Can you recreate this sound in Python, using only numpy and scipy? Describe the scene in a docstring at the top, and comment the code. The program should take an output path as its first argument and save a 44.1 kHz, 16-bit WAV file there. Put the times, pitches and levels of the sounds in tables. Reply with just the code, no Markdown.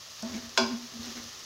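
"""Chopped aromatics sizzle in hot oil in a thick metal pot over a low burner; mono, from just above.
At 0.22 s a wooden spatula lands in the food with a click and pushes it across the bottom, scraping.
At 0.58 s it knocks hard against the wall: the pot's modes ring and its deep boom swells.
From about 0.95 s it stirs again. Short bright ticks after the landing click are oil spits.
A small kitchen answers spits and contacts."""
import sys
import numpy as np
from scipy import signal
from scipy.fft import rfft, irfft, next_fast_len
from scipy.io import wavfile
from scipy.ndimage import map_coordinates

SR = 44100
rng = np.random.default_rng(int(sys.argv[2]) if len(sys.argv) > 2 else 0)


def pcm_store(signal):
    """Save signal as 16-bit PCM."""
    levels = np.round(np.clip(np.atleast_2d(signal), -1, 1) * 32767)
    wavfile.write(sys.argv[1], SR, levels.astype(np.int16).T)


N = 63945

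# spatula blows: start_s, ring_db, crack_db, centre_hz, width_oct, boom_db, boom_hz, build_s, free_s
BLOWS = [(0.2272, -40.5, -27, 628, 0.64, -32.5, 226.7, 0.0026, 0.043),
         (0.5756, -24, -15, 1500, 3.2, -22.5, 238, 0.086, 0.28)]
# pot modes: pitch_hz, relative_db, t60_s
POT_MODES = [(386, 1, 0.31), (583, -5, 0.17), (659.5, 1.5, 0.15), (807, -16, 0.33), (900, -7.5, 0.3),
             (1040, -8, 0.12), (1062, -8, 0.42), (1330, -12, 0.15), (1453, -6, 0.23), (1547.4, -10, 0.25),
             (2312.6, -13, 0.31), (2762, -8, 0.087), (3380, -3.5, 0.21), (3505, -9, 0.22), (4102, -1, 0.06),
             (4490, -8.5, 0.21), (4775, -12, 0.14), (4860, -3.5, 0.25), (4897, -3.5, 0.26),
             (5320, -8, 0.16)]
# stove shaking under the pot: freq_hz, relative_db
STOVE_SPECTRUM = [(25, -23), (55, -13), (85, 15.5), (125, -4), (190, 3), (400, -43)]


def amp(db):
    """Decibels to gain."""
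    return 10 ** (np.asarray(db) / 20)


def unit(x):
    """Scale to rms 1."""
    return x / np.sqrt(np.mean(x ** 2) + 1e-20)


def along(points, hz):
    """Interpolate (freq_hz, value) points on a log axis."""
    freq_hz, values = np.transpose(points)
    return np.interp(np.log(hz + 1), np.log(freq_hz + 1), values)


def hump(hz, centre_hz, width_oct):
    """Soft peak on a log-frequency axis."""
    return 1 / (1 + (np.log2((hz + 1) / centre_hz) / width_oct) ** 2)


def since(start_s):
    """Seconds since start_s, zero before."""
    return np.maximum(np.arange(N) / SR - start_s, 0)


def wobble(knots_per_s):
    """Smooth random curve."""
    knots = rng.standard_normal(int(N * knots_per_s / SR) + 4)
    return map_coordinates(knots, [np.arange(N) * knots_per_s / SR])


def filtered(x, response):
    """Apply the gain response(hz)."""
    size = next_fast_len(N + SR // 2)
    return irfft(rfft(x, size) * response(np.fft.rfftfreq(size, 1 / SR)), size)[..., :N]


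def coloured(x, spectrum):
    """Shape x by (freq_hz, relative_db) points; rms 1."""
    return unit(filtered(x, lambda hz: amp(along(spectrum, hz))))


def noise(spectrum):
    """Coloured noise, rms 1."""
    return coloured(rng.standard_normal(N), spectrum)


def grains(per_s, spread_db):
    """Random impulses, many weak, few strong; rms 1."""
    size = amp(spread_db * np.minimum(rng.exponential(size=N), 6))
    return unit((rng.random(N) < per_s / SR) * size * rng.choice([-1, 1], N))


def tone(hz, t, wander_rad):
    """Mode with wandering phase, rms 1."""
    return np.sqrt(2) * np.sin(2 * np.pi * hz * t + wander_rad * wobble(30.12))


def burner():
    """Steady rumble of burner and room."""
    # rumble: freq_hz, relative_db
    spectrum = [(30, -27), (60, -8.5), (100, -4), (170, -8), (300, -17), (600, -13.5), (1200, -34)]
    return amp(-61.5) * noise(spectrum)


def sizzle():
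    """Steam bubbles burst in the oil over an even hiss."""
    # frying oil: freq_hz, relative_db
    spectrum = [(200, -23), (600, -7.5), (900, -9.5), (1200, 0), (1550, -11), (1800, -3), (2200, -8),
                (2800, -4), (4000, -1.5), (5300, 1), (6500, -0.5), (7300, -10.5), (8100, -19),
                (11000, -18.5), (15500, -20)]
    # loudness contour: time_s, level_db
    contour = [(0, -47), (0.17, -46), (0.55, -46.5), (0.9, -45.5), (1.098, -44.5), (1.45, -45.5)]
    bubble_share, flutter_db = 0.36, 1
    bubbles = np.sqrt(bubble_share) * grains(per_s=3500, spread_db=2.5)
    hiss = np.sqrt(1 - bubble_share) * rng.standard_normal(N)
    level_db = np.interp(since(0), *np.transpose(contour)) + flutter_db * wobble(43.83)
    return amp(level_db) * coloured(bubbles + hiss, spectrum)


def click_and_spits():
    """Short bright ticks: the spatula's landing click, then oil spits as wet food meets hot metal."""
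    # landing click, then oil spits: start_s, level_db, pitch_hz
    events = [(0.2238, -32.5, 5700), (0.4645, -61, 5500), (0.4920, -39, 5300), (1.0316, -37, 4300),
              (1.058, -34.5, 5400), (1.394, -43, 6550)]
    t60_s = 0.021
    out = np.zeros(N)
    for start_s, level_db, pitch_hz in events:
        t = since(start_s)
        band = unit(filtered(rng.standard_normal(N), lambda hz: hump(hz, pitch_hz, width_oct=0.24)))
        out += (t > 0) * amp(level_db - 60 * t / t60_s) * band
    return out


def tick(t):
    """Bright first contact of wood on metal."""
    # contact noise: freq_hz, relative_db
    spectrum = [(500, -14), (2000, 6), (5500, 13), (8000, -18), (15000, -17)]
    level_db, t60_s = -6, 0.019
    return (t > 0) * amp(level_db - 60 * t / t60_s) * noise(spectrum)


def clang(t):
    """A crack, then a wash of dense modes; treble dies first."""
    # crack and dense modes: freq_hz, relative_db
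    spectrum = [(100, -17), (250, 5), (480, 2.5), (640, 0), (770, -20), (1050, 9), (1200, -12), (1480, 6),
                (1900, -23), (2300, 1.5), (2850, 0.5), (3150, -1), (3400, -25), (3800, -0.5), (5300, 5),
                (6800, -2), (8200, -16.5), (15000, -29)]
    # dense-mode decay: freq_hz, t60_s
    decay = [(300, 0.54), (1400, 0.36), (4500, 0.32), (10000, 0.26)]
    wash_db, crack_t60_s = -10, 0.054
    hz, frame_s, bins = signal.stft(rng.standard_normal(N), SR, nperseg=256)
    bins = bins * unit(amp(along(spectrum, hz)))[:, None]
    bins *= amp(-60 * frame_s / along(decay, hz)[:, None])
    wash = signal.istft(bins, SR, nperseg=256)[1][np.round(t * SR).astype(int)]
    crack = noise(spectrum) * amp(-60 * t / crack_t60_s)
    return (t > 0) * (crack + amp(wash_db) * wash)


def spatula_blows():
    """The spot struck selects the modes; after free_s the resting spatula damps them. 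Returns ring, low."""
    mode_rise_s, mode_rise_hz, damping_db_per_s = 0.018, 380, 150
    beat_hz, beat_depth_db, beat_lag_s = 8.35, 5, 0.047
    boom_t60_s, choke_s, stove_db = 0.76, 0.024, -22.5
    ring, low = np.zeros(N), np.zeros(N)
    for start_s, ring_db, crack_db, centre_hz, width_oct, boom_db, boom_hz, build_s, free_s in BLOWS:
        t = since(start_s)
        damping_db = damping_db_per_s * since(start_s + free_s)
        for pitch_hz, mode_db, t60_s in POT_MODES:
            rise = 1 - np.exp(-t / (mode_rise_s * (mode_rise_hz / pitch_hz) ** 3))  # low modes lag
            envelope = rise * amp(ring_db + mode_db - 60 * t / t60_s - damping_db)
            ring += envelope * tone(pitch_hz, t, wander_rad=0.74) * hump(pitch_hz, centre_hz, width_oct)
        ring += amp(crack_db) * filtered(tick(t) + clang(t), lambda hz: hump(hz, centre_hz, width_oct))
        beat_db = beat_depth_db * np.cos(2 * np.pi * beat_hz * (t - beat_lag_s))
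        build = 1 - np.exp(-t / build_s)
        choke = 0.5 - 0.5 * np.tanh((t - free_s) / choke_s)
        swing = amp(boom_db + beat_db - 60 * t / boom_t60_s) * build * choke
        low += swing * (tone(boom_hz, t, wander_rad=0.87) + amp(stove_db) * noise(STOVE_SPECTRUM))
    # keeps the knock's crack and ring free of low thud
    ring_highpass = signal.butter(3, 223, "high", fs=SR, output="sos")
    return signal.sosfilt(ring_highpass, ring), low


def spatula_strokes():
    """Swells of tiny slips rasp, rub the pot into ringing and shake the stove. Returns friction, low."""
    # pushes: peak_s, rise_s, fall_s, scrape_db, rasp_hz, boom_db, stove_db
    pushes = [(0.312, 0.055, 0.023, -49.5, 1110, -47, -56), (0.362, 0.033, 0.032, -44, 2240, -35.5, -51),
              (0.436, 0.0095, 0.06, -58.5, 1040, -45, -52), (0.966, 0.025, 0.02, -60, 3550, -42, -70),
              (1, 0.0069, .02, -74, 3500, -39.5, -48), (1.09, 0.061, 0.033, -48, 2980, -43.5, -63.5),
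              (1.187, 0.031, 0.02, -46.5, 2000, -43, -59), (1.262, 0.056, 0.03, -80, 3400, -50.5, -54.5)]
    # wood dragging food over metal: freq_hz, relative_db
    spectrum = [(150, -1.5), (300, 7.5), (700, 1.5), (1100, -4.5), (1600, -1), (2200, -4.5), (3200, -3),
                (4500, 0), (6500, 1), (8200, -22.5), (15000, -20.5)]
    slips_per_s, spread_db = 1800, 2
    touch_db, rasp_db, ring_db, boom_hz = -56, -7.5, -11, 236.3
    t = since(0)
    landing_s = BLOWS[0][0]
    drag = amp(touch_db) * (t > landing_s)  # light rub between pushes
    swing, shake, rasp = np.zeros((3, N))
    slips = grains(slips_per_s, spread_db)
    for peak_s, rise_s, fall_s, scrape_db, rasp_hz, boom_db, stove_db in pushes:
        push = np.exp(-((t - peak_s) / np.where(t < peak_s, rise_s, fall_s)) ** 2)
        drag += amp(scrape_db) * push
        band = unit(filtered(slips, lambda hz: hump(hz, rasp_hz, width_oct=0.16)))
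        rasp += amp(scrape_db + rasp_db) * push * band
        swing += amp(boom_db) * push
        shake += amp(stove_db) * push
    pot = sum(amp(db - 60 * t / t60_s) * np.sin(2 * np.pi * hz * t) for hz, db, t60_s in POT_MODES)
    ring = signal.fftconvolve(drag * slips, pot / np.linalg.norm(pot))[:N]
    low = swing * tone(boom_hz, t, wander_rad=1) + shake * noise(STOVE_SPECTRUM)
    scrape = drag * coloured(grains(slips_per_s, spread_db), spectrum)
    return scrape + rasp + amp(ring_db) * ring, low


def kitchen(x, t60_s=0.49, level_db=-8.5):
    """Short tail of a small hard room."""
    tail = rng.standard_normal(N) * amp(-60 * since(0) / t60_s)
    return amp(level_db) * signal.fftconvolve(x, tail / np.linalg.norm(tail))[:N]


def scene():
    """Oil, spatula and pot, alike in both channels."""
    ring, blow_low = spatula_blows()
    friction, stroke_low = spatula_strokes()
    contacts = ring + friction + click_and_spits()
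    mono = burner() + sizzle() + contacts + kitchen(contacts) + blow_low + stroke_low
    return np.array([mono, mono])


def record(dry):
    """Microphone band limit."""
    top_hz = 15800
    return filtered(dry, lambda hz: hz < top_hz)


dry = scene()
out = record(dry)
pcm_store(out)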